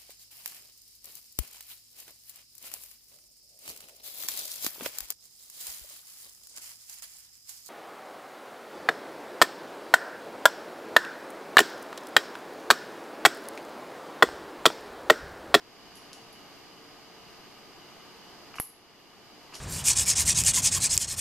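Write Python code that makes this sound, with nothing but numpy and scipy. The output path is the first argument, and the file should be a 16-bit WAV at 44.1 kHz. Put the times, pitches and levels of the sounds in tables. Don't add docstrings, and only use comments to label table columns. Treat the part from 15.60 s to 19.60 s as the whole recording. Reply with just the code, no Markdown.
import sys
import numpy as np
from scipy import signal
from scipy.fft import rfft, irfft, next_fast_len
from scipy.io import wavfile
from scipy.ndimage import uniform_filter1d, minimum_filter1d, map_coordinates

SR = 44100
rng = np.random.default_rng(int(sys.argv[2]) if len(sys.argv) > 2 else 0)


def wrap_up_sound(samples):
    columns = np.atleast_2d(samples).T
    tamed = np.clip(columns, -1, 1)
    steps = np.round(tamed * 32767).astype(np.int16)
    wavfile.write(sys.argv[1], SR, steps)


N = 176400


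def amp(db):
    return 10 ** (np.asarray(db) / 20)


def unit(x):
    return x / np.sqrt(np.mean(x ** 2) + 1e-20)


def along(points, hz):
    f, v = np.transpose(points)
    return np.interp(np.log(hz + 1), np.log(f + 1), v)


def wobble(rate):
    knots = rng.standard_normal(int(N * rate / SR) + 4)
    return map_coordinates(knots, [np.arange(N) * rate / SR])


def filtered(x, response):
    size = next_fast_len(N + SR // 2)
    return irfft(rfft(x, size) * response(np.fft.rfftfreq(size, 1 / SR)), size)[..., :N]


def stereo(mid, side):
    return np.array([mid + side, mid - side])


def impulse_response(resonances, pitch_ratio=1):
    hz = np.fft.rfftfreq(4096, 1 / SR)
    cepstrum = irfft(np.log(amp(along(resonances, hz / pitch_ratio))))
    half = len(cepstrum) // 2
    causal = np.concatenate([cepstrum[:1], 2 * cepstrum[1:half], np.zeros(half)])
    ring = irfft(np.exp(rfft(causal)))
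    return ring / np.linalg.norm(ring)


# frequency in Hz, relative spectral density in dB.
AIR_SPECTRUM = [(20, -7), (60, -8), (110, -4.5), (190, 0), (250, -1.5), (380, 1), (540, -5.5), (720, -1),
                (1000, -4), (1250, -2.5), (1360, -10.5), (1480, -6.5), (1750, -9.5), (2100, -7.5),
                (2600, -9.5), (3100, -9), (3350, -11), (4400, -9.5), (4880, -4.5), (5400, -14),
                (6400, -14.5), (7500, -21), (9000, -24.5), (11800, -22), (13700, -22), (15000, -37)]
# frequency in Hz, side over mid in dB.
AIR_WIDTH = [(40, -1), (150, -4.5), (400, -8), (1200, -8), (1800, -11), (2600, -4), (3000, -7), (3800, 3.5),
             (5000, 0), (14000, -1)]
# frequency in Hz, level in dB.
FAN_TONES = [(287, -69), (360, -73.5), (453, -67.5), (703, -72.5)]

def fan(air_db=-51, air_waver_db=.38, hum_waver_db=2.3, drift_rad=1.1):
    def colour(hz):
        side = amp(along(AIR_WIDTH, hz))
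        return amp(along(AIR_SPECTRUM, hz)) * np.array([np.ones_like(side), side]) / np.sqrt(1 + side ** 2)
    air = unit(stereo(*filtered(rng.standard_normal((2, N)), colour)))
    air *= amp(air_db + air_waver_db * wobble(5.99))
    t = np.arange(N) / SR
    hum = np.zeros(N)
    for hz, db in FAN_TONES:
        peak = np.sqrt(2) * amp(db + hum_waver_db * wobble(4.34))
        hum += peak * np.sin(2 * np.pi * hz * t + drift_rad * wobble(12))
    return air + hum


# time in seconds, level in dB.
WHINE_LEVELS = [(.1, -67), (.25, -63), (1.05, -63.5), (1.5, -66), (1.65, -62), (1.8, -65.5), (2.12, -66),
                (2.22, -62), (2.6, -65), (2.7, -61), (2.8, -67), (3.25, -62), (3.7, -65)]

def whine(centre_hz=2895, width_hz=205, line_hz=2916, spacing_hz=68, valley_db=-18, side_db=-9):
    def lines(hz):
        comb_db = valley_db * np.sin(np.pi * (hz - line_hz) / spacing_hz) ** 2
        return np.exp(-((hz - centre_hz) / width_hz) ** 2) * amp(comb_db)
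    mid, side = filtered(rng.standard_normal((2, N)), lines)
    level_db = np.interp(np.arange(N) / SR, *np.transpose(WHINE_LEVELS))
    return amp(level_db) * unit(stereo(mid, amp(side_db) * side))


# frequency in Hz, left over right in dB.
BALANCE = [(100, 0), (400, 0), (1500, 2), (2900, 1.5), (4000, -2), (4900, -5), (6500, -1), (14000, 1)]

def background():
    return filtered(fan() + whine(), lambda hz: amp(along(BALANCE, hz) * np.array([[.5], [-.5]])))


# frequency in Hz, time to fall 60 dB in seconds.
ROOM_T60 = [(150, 0.19), (1000, 0.23), (4000, 0.38), (11000, 0.31), (15000, 0.13)]
# frequency in Hz, gain in dB.
ROOM_GAIN = [(100, -12), (900, -2), (2500, -2), (5000, -3.5), (8500, 1.5), (11000, -1.3), (14000, 11)]

def room(x, early_db=-6.5, early_t60_s=.043, side_db=-7):
    hz, t, noise = signal.stft(rng.standard_normal((2, SR // 2)), SR, nperseg=256)
    decay = amp(-60 * t / along(ROOM_T60, hz)[:, None])
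    tail = signal.istft(noise * decay, SR, nperseg=256)[1]
    t = np.arange(tail.shape[1]) / SR
    early = rng.standard_normal(tail.shape) * amp(-60 * t / early_t60_s) * (t > .001)
    response = tail / np.linalg.norm(tail[0]) + amp(early_db) * early / np.linalg.norm(early[0])
    reflected = signal.fftconvolve(x[None], response, axes=1)[:, :N]
    mid, side = filtered(reflected, lambda hz: amp(along(ROOM_GAIN, hz)))
    return stereo(mid, amp(side_db) * side)


# frequency in Hz, gain in dB.
PRE_ECHO_BAND = [(300, -24), (700, -7), (1100, -2), (1500, 3), (2300, 5), (2950, 4.5), (3350, -26),
                 (5000, -60)]

def pre_echo(x, lead_s=.0158, smear_s=.0042):
    t = np.arange(SR // 50) / SR
    smear = rng.standard_normal(len(t)) * np.exp(-(t / smear_s) ** 4)
    blurred = signal.fftconvolve(x, smear / np.linalg.norm(smear))[:N]
    return filtered(blurred, lambda hz: amp(along(PRE_ECHO_BAND, hz)) * np.exp(2j * np.pi * hz * lead_s))


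# peak time, rise and fall
# constants in seconds, level in dB.
SLIDES = [(2.968, 0.01, 0.022, -53.5), (3.954, .012, 0.021, -48)]
# frequency in Hz, relative level in dB.
FRICTION_SPECTRUM = [(100, 4), (800, -1), (1600, -6), (2900, -3), (4000, -7), (4600, 0), (5700, 1),
                     (6800, -4), (8500, -8), (10800, -4), (12500, -17), (14500, -36)]

def scrape(grain_db=4.1, grains_per_s=500):
    t = np.arange(N) / SR
    strokes = sum(amp(db) * np.exp(-np.maximum((peak - t) / rise, (t - peak) / fall))
                  for peak, rise, fall, db in SLIDES)
    grains = rng.standard_normal(N) * amp(grain_db * wobble(grains_per_s))
    return strokes * unit(filtered(grains, lambda hz: amp(along(FRICTION_SPECTRUM, hz))))


# frequency in Hz, relative level in dB.
THUMP_SPECTRUM = [(140, 0), (220, -3), (470, -9.5), (770, -6.5), (1100, -10), (1600, -15), (2100, -12),
                  (2700, -23), (3500, -35), (8000, -55)]

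def seating_thump(start_s=2.9998, gain_db=-1.8, pan_db=3):
    thump = impulse_response(THUMP_SPECTRUM)
    track = np.zeros(N)
    track[round(start_s * SR):][:len(thump)] = thump
    return amp(gain_db) * track * amp([[-pan_db], [pan_db]])


# frequency in Hz, relative level in dB.
BODY_RESONANCES = [(150, -22), (500, -9), (770, 8), (900, 3), (1100, 6), (1550, -5), (2150, 1), (2550, -5),
                   (2900, -1), (3250, -16), (7600, -35)]
SHELL_RESONANCES = [(950, -27), (2400, -15), (2900, 1), (3800, -1), (4500, 3), (5500, 2.5), (6300, 0),
                    (7200, -2), (8000, -9), (9400, -10), (12100, -14), (14000, -30)]
PRONG_RESONANCES = [(2000, -39), (5400, -28), (7400, -20), (8200, -24), (9300, -21), (10200, -7),
                    (10700, 0), (11200, 1), (11700, -4), (12100, -11), (12500, -11), (13000, -21),
                    (14200, -35), (15000, -64)]
# start in seconds, body, shell and prong levels in dB,
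# prong pitch in Hz (it depends on the grip), chatter's share of the force's energy from 0 to 1.
CONTACTS = [(.3545, -52, -32, -29, 10750, .3), (.3695, -50, -31, -31, 10750, .5),
            (.5311, -37, -22, -32, 10600, .25), (.728, -56, -41, -35, 10900, .4),
            (2.9565, -22, -34, -37, 11300, .4), (2.9628, -33, -30, -42, 11000, .8),
            (2.9998, -13.5, -17, 0, 11050, .85), (3.3995, -60, -56, -45, 11300, .36),
            (3.830, -48, -36, -50, 11000, .6), (3.9403, -30, -27.5, -60, 10500, .25),
            (3.9442, -29, -22.5, -50, 10500, .35), (3.9463, -40, -28, -52, 10500, .3),
            (3.9515, -30, -23.5, -33, 10300, .6), (3.9533, -30, -23, -38, 10400, .5),
            (3.9556, -35, -24, -34, 10600, .6)]

def buckle(nominal_prong_hz=11100, chatter_t60_s=.012):
    direct, blows = np.zeros((2, N + SR))
    body, shell = impulse_response(BODY_RESONANCES), impulse_response(SHELL_RESONANCES)
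    t = np.arange(SR // 30) / SR
    for start_s, body_db, shell_db, prong_db, prong_hz, chatter in CONTACTS:
        slips = rng.standard_normal(len(t)) * amp(-60 * t / chatter_t60_s)
        force = np.sqrt(chatter) * slips / np.linalg.norm(slips)
        force[0] = np.sqrt(1 - chatter)
        prongs = impulse_response(PRONG_RESONANCES, prong_hz / nominal_prong_hz)
        ring = amp(shell_db) * shell + amp(prong_db) * prongs
        knock = amp(body_db) * body
        click = signal.fftconvolve(force, ring)
        click[:len(knock)] += knock
        start = round(start_s * SR)
        direct[start:][:len(click)] += click
        blows[start:][:len(knock)] += knock + ring
    return direct[:N], blows[:N]


def scene():
    clicks, blows = buckle()
    slides = scrape()
    direct = clicks + slides
    return background() + room(blows + slides) + pre_echo(direct) + seating_thump() + direct


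def record(dry, limit_db=-12.5, hold_s=.14, release_db_per_s=8, start_duck_db=3.5, top_hz=14970):
    peak_db = 20 * np.log10(np.abs(dry).max(axis=0) + 1e-9)
    over_db = np.maximum(peak_db - limit_db, 0)
    hold = 2 * int(hold_s * SR / 2) + 1
    held_db = -minimum_filter1d(-over_db, hold, origin=hold // 2)
    recovery_db = release_db_per_s * np.arange(N) / SR
    duck_db = np.maximum(np.maximum.accumulate(held_db + recovery_db), start_duck_db) - recovery_db
    gain = amp(-uniform_filter1d(duck_db, size=16))
    return filtered(dry * gain, lambda hz: hz < top_hz)


dry = scene()
out = record(dry)
wrap_up_sound(out)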